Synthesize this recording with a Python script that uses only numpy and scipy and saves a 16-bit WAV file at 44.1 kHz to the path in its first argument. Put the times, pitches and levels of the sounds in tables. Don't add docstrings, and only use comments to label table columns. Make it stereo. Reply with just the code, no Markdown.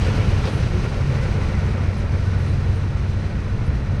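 import sys
import numpy as np
from scipy import signal
from scipy.fft import rfft, irfft
from scipy.io import wavfile

SR = 44100
rng = np.random.default_rng(int(sys.argv[2]) if len(sys.argv) > 2 else 0)


def master(y):
    cut = np.clip(np.atleast_2d(y).T, -1, 1)
    pcm = np.round(cut * 32767)
    wavfile.write(sys.argv[1], SR, pcm.astype(np.int16))


N = 176400
TIME, FREQS = np.arange(N) / SR, np.fft.rfftfreq(N, 1 / SR)
CYLINDERS = 12


def exhaust(firings):
    # its vibrations per engine cycle (twelve firings), and its level in dB.
    orders = [9, 12, 18, 26, 28, 32]
    levels_db = [-32.5, -23, -34.5, -39, -37.5, -49.5]
    cycles = firings / CYLINDERS
    waver_db, out = 1.6, 0
    for order, db in zip(orders, levels_db):
        gain = from_db(db + waver_db * drift(2.5))
        out += np.sqrt(2) * gain * np.sin(2 * np.pi * (order * cycles + rng.random()))
    return out


def engine_clatter(firings):
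    cylinder_db = [5.5, -2, -2.5, 2.5, 3.5, 3, 5.5, 3.5, 2, 5, -2, -4.5]
    # frequency in Hz, relative level in dB.
    spectrum = [(100, -20), (200, 3), (310, -2), (430, 0.5), (570, 1.5), (650, -3.5), (1000, -6.5),
                (1400, -11.5), (2400, -12.5), (3500, -39), (9000, -62)]
    # pitch in Hz, width in Hz, level in dB against the clatter.
    casing = [(428.7, 85, -12), (512, 34, -11), (702, 11.5, -14.5)]
    fade_s, jitter_s, scatter_db = .091, .00012, .8
    fade = from_db(-60 * TIME[:SR // 10] / fade_s)
    knocks = rng.standard_normal((CYLINDERS, 2, len(fade))) * fade
    starts = np.flatnonzero(np.diff(np.floor(firings)))
    late, harder = rng.standard_normal((N // 100, 2))[:len(starts)].T
    starts = np.clip(starts + (late * jitter_s * SR).astype(int), 0, N - 1)
    knocking = 0
    for cylinder, db in enumerate(cylinder_db):
        turns = slice(cylinder, None, CYLINDERS)
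        clicks = np.zeros((1, N))
        clicks[0, starts[turns]] = from_db(db + scatter_db * harder[turns])
        knocking += signal.fftconvolve(clicks, knocks[cylinder], axes=1)[:, :N]
    ringing = sum(from_db(db) * resonate(knocking, hz, width) for hz, width, db in casing)
    return colour(knocking, spectrum) + ringing


def booms():
    # middle in seconds, length in seconds, pitch in Hz, level in dB, octave's level in dB.
    notes = [(0.272, 0.07, 185, -26.5, -38), (.62, .25, 118, -24, -42), (.76, 0.14, 180, -28, -33),
             (1.11, 0.3, 135, -22.5, -44)]
    out = 0
    for middle, length, hz, *levels in notes:
        for harmonic, db in enumerate(levels, 1):
            tone = np.sqrt(2) * np.sin(2 * np.pi * harmonic * hz * TIME)
            out += from_db(db) * swell(middle, length) * tone
    return out


def rolling(rumble_gain, roar_gain, hiss_gain):
    # frequency in Hz, relative level in dB.
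    rumble_spectrum = [(12, -37), (22, -3.5), (35, -6), (62, 1), (85, -4), (110, -2), (135, -3.5),
                       (170, -10.5), (220, -19), (300, -27.5), (1200, -88)]
    roar_spectrum = [(100, -28), (260, 6.5), (480, 5.5), (680, 0), (1050, -1), (1700, -5.5), (2500, -8),
                     (3300, -15), (7000, -47), (12000, -68)]
    hiss_spectrum = [(1200, -21), (3000, 0.5), (4500, -0.5), (6300, 0.5), (7100, -6.5), (9000, -13),
                     (11000, -22.5), (13000, -28.5), (15500, -45)]
    rumble = noise(rumble_spectrum) * flutter(depth_db=.15, rate_hz=6)
    roar = noise(roar_spectrum) * flutter(depth_db=1, rate_hz=19) + wheel_ring()
    hiss = noise(hiss_spectrum) * flutter(depth_db=1, rate_hz=16)
    return rumble_gain * rumble + roar_gain * roar + hiss_gain * hiss


def wheel_ring():
    # pitch in Hz, width in Hz, level in dB against the roar.
    rings = [(1350, 23, -18), (1473, 75, -16), (1892, 120, -19.5), (3997, 260, -24)]
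    return sum(from_db(db) * flutter(depth_db=1.5, rate_hz=13) * resonate(white(), hz, width)
               for hz, width, db in rings)


def nearest_wheels():
    # frequency in Hz, relative level in dB.
    spectrum = [(700, -36), (2200, -2), (2900, 2.5), (4000, -14), (12000, -38)]
    start_db, fade_db_per_s = -39.5, 11
    return from_db(start_db - fade_db_per_s * TIME) * noise(spectrum)


def rail_joint():
    # start in seconds, clank level in dB, crash level in dB.
    blows = [(.436, -26, -42), (.451, -32, -35), (.47, -31, -43)]
    # frequency in Hz, relative level in dB.
    clank_spectrum = [(200, 11.5), (950, 3), (2500, -8.5), (12000, -45)]
    crash_spectrum = [(800, -15), (2500, 0), (4800, 0), (15000, -42)]
    clank, crash = noise(clank_spectrum), noise(crash_spectrum)
    rise_s, fade_s, out = .003, .22, 0
    for start, clank_db, crash_db in blows:
        age = np.maximum(TIME - start, 0)
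        envelope = np.minimum(age / rise_s, 1) * from_db(-60 * age / fade_s)
        out += envelope * (from_db(clank_db) * clank + from_db(crash_db) * crash)
    return out


def wheel_rubs():
    # middle in seconds, length in seconds, pitch in Hz, level in dB.
    notes = [(.86, .06, 1410, -40), (1.22, .22, 1997, -44), (1.44, .07, 1997, -45.5),
             (1.555, .045, 2006, -41.5), (2.275, .05, 1490, -41)]
    return sum(from_db(db) * swell(middle, length) * steel_tone(hz, wander_hz=26, rate_hz=70)
               for middle, length, hz, db in notes)


def squeaks():
    # middle and length in seconds, pitch in Hz, then tone, rasp and overtone levels in dB.
    chirps = [(.52, .13, 8880, -60, -62, -85), (.565, .11, 9780, -59.5, -63, -80),
              (1.985, .045, 9960, -59, -67, -77), (2.42, .11, 10980, -71, -63, -90),
              (2.492, .11, 8860, -63, -66, -90), (2.77, .075, 8840, -60, -68, -90),
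              (3.67, .045, 9800, -63, -64, -82)]
    # frequency in Hz, relative level in dB.
    rasp_spectrum = [(4000, -29), (8800, 4), (11000, -3), (16000, -24)]
    rasp, out = noise(rasp_spectrum), 0
    for middle, length, hz, tone_db, rasp_db, overtone_db in chirps:
        tone, overtone = (steel_tone(f, wander_hz=65, rate_hz=160) for f in (hz, 1.42 * hz))
        chirp = from_db(tone_db) * tone + from_db(overtone_db) * overtone + from_db(rasp_db) * rasp
        out += swell(middle, length) * chirp
    return out


def steel_tone(hz, wander_hz, rate_hz):
    pitch = hz + wander_hz * np.array([drift(rate_hz), drift(rate_hz)])
    return np.sqrt(2) * np.sin(2 * np.pi * np.cumsum(pitch, axis=1) / SR)


def microphones(sound):
    # frequency in Hz, left minus right in dB, left's lead in radians, likeness from 0 to 1.
    left_and_right = [(200, -5, .08, .97), (430, -9.5, .25, .96), (590, -12, .8, .88),
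                      (760, -7.5, 1.55, .88), (1050, -1.5, 1.4, .84), (2050, -2.5, .6, .78),
                      (2800, -7, 0, .55), (3120, -8, 1.7, .72), (4100, -6, 0, .77), (5100, -2, -1.4, .72),
                      (6100, -7, -2.2, .6), (7800, 4.5, -4.3, .58), (9400, 0, -6.4, .6)]
    balance_db, lead, alike = in_frequency(left_and_right)
    sides = np.array([[1], [-1]])
    direct, scattered = rfft(sound)
    pair = np.sqrt((1 + alike) / 2) * direct + sides * np.sqrt((1 - alike) / 2) * scattered
    shade = from_db(sides * balance_db / 2)
    pair *= shade / np.sqrt(np.mean(shade ** 2, axis=0))
    pair[0] *= np.exp(1j * lead)
    return irfft(pair, N)


def from_db(db):
    return 10 ** (np.asarray(db) / 20)


def unit_power(x):
    return x / np.sqrt(np.mean(x ** 2) + 1e-20)


def in_time(rows):
    seconds, *columns = np.transpose(rows)
    return [np.interp(TIME, seconds, column) for column in columns]


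def in_frequency(rows):
    hz, *columns = np.transpose(rows)
    return [np.interp(np.log(FREQS + 1), np.log(hz), column) for column in columns]


def colour(x, spectrum):
    return unit_power(irfft(rfft(x) * from_db(in_frequency(spectrum)[0]), N))


def white():
    return rng.standard_normal((2, N))


def noise(spectrum):
    return colour(white(), spectrum)


def drift(rate_hz):
    smoothing = (FREQS > 0) / (1 + (FREQS / rate_hz) ** 2)
    return unit_power(irfft(rfft(rng.standard_normal(N)) * smoothing, N))


def flutter(depth_db, rate_hz):
    return from_db(depth_db * drift(rate_hz))


def resonate(x, hz, width_hz):
    r = np.exp(-np.pi * width_hz / SR)
    section = [1 - r, 0, r - 1, 1, -2 * r * np.cos(2 * np.pi * hz / SR), r * r]
    return unit_power(signal.sosfilt([section, section], x))


def swell(middle, length):
    return np.cos(np.pi * np.clip((TIME - middle) / length, -.5, .5))


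def scene():
    # time in seconds, firings per second.
    firing_rate = [(0, 91.46), (2.2, 93.06), (4, 93.31)]
    # time in seconds, then the levels of rumble, exhaust, clatter, roar and hiss in dB.
    levels = [(0, -20.5, -0.5, -28.5, -31.5, -39.5), (.3, -18.5, -3, -32.5, -30.5, -40.5),
              (.8, -21.5, -5.5, -34, -33.5, -42.5), (1.4, -22, -1, -33, -32, -44),
              (1.9, -21.5, -1, -34, -35, -46), (2.4, -21, -1.5, -39.5, -34, -46),
              (3, -23, -2, -42.5, -35.5, -48), (4, -21, -3, -41.5, -35.5, -50.5)]
    rumble_gain, exhaust_gain, clatter_gain, roar_gain, hiss_gain = from_db(in_time(levels))
    firings = np.cumsum(in_time(firing_rate)[0]) / SR
    train = rolling(rumble_gain, roar_gain, hiss_gain) + nearest_wheels()
    train += clatter_gain * engine_clatter(firings)
    train += rail_joint() + wheel_rubs() + squeaks()
    train[0] += exhaust_gain * exhaust(firings) + booms()
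    return microphones(train)


def record(dry):
    cutoff_hz = 15600
    return signal.sosfilt(signal.cheby2(12, 70, cutoff_hz, fs=SR, output="sos"), dry)


dry = scene()
out = record(dry)
master(out)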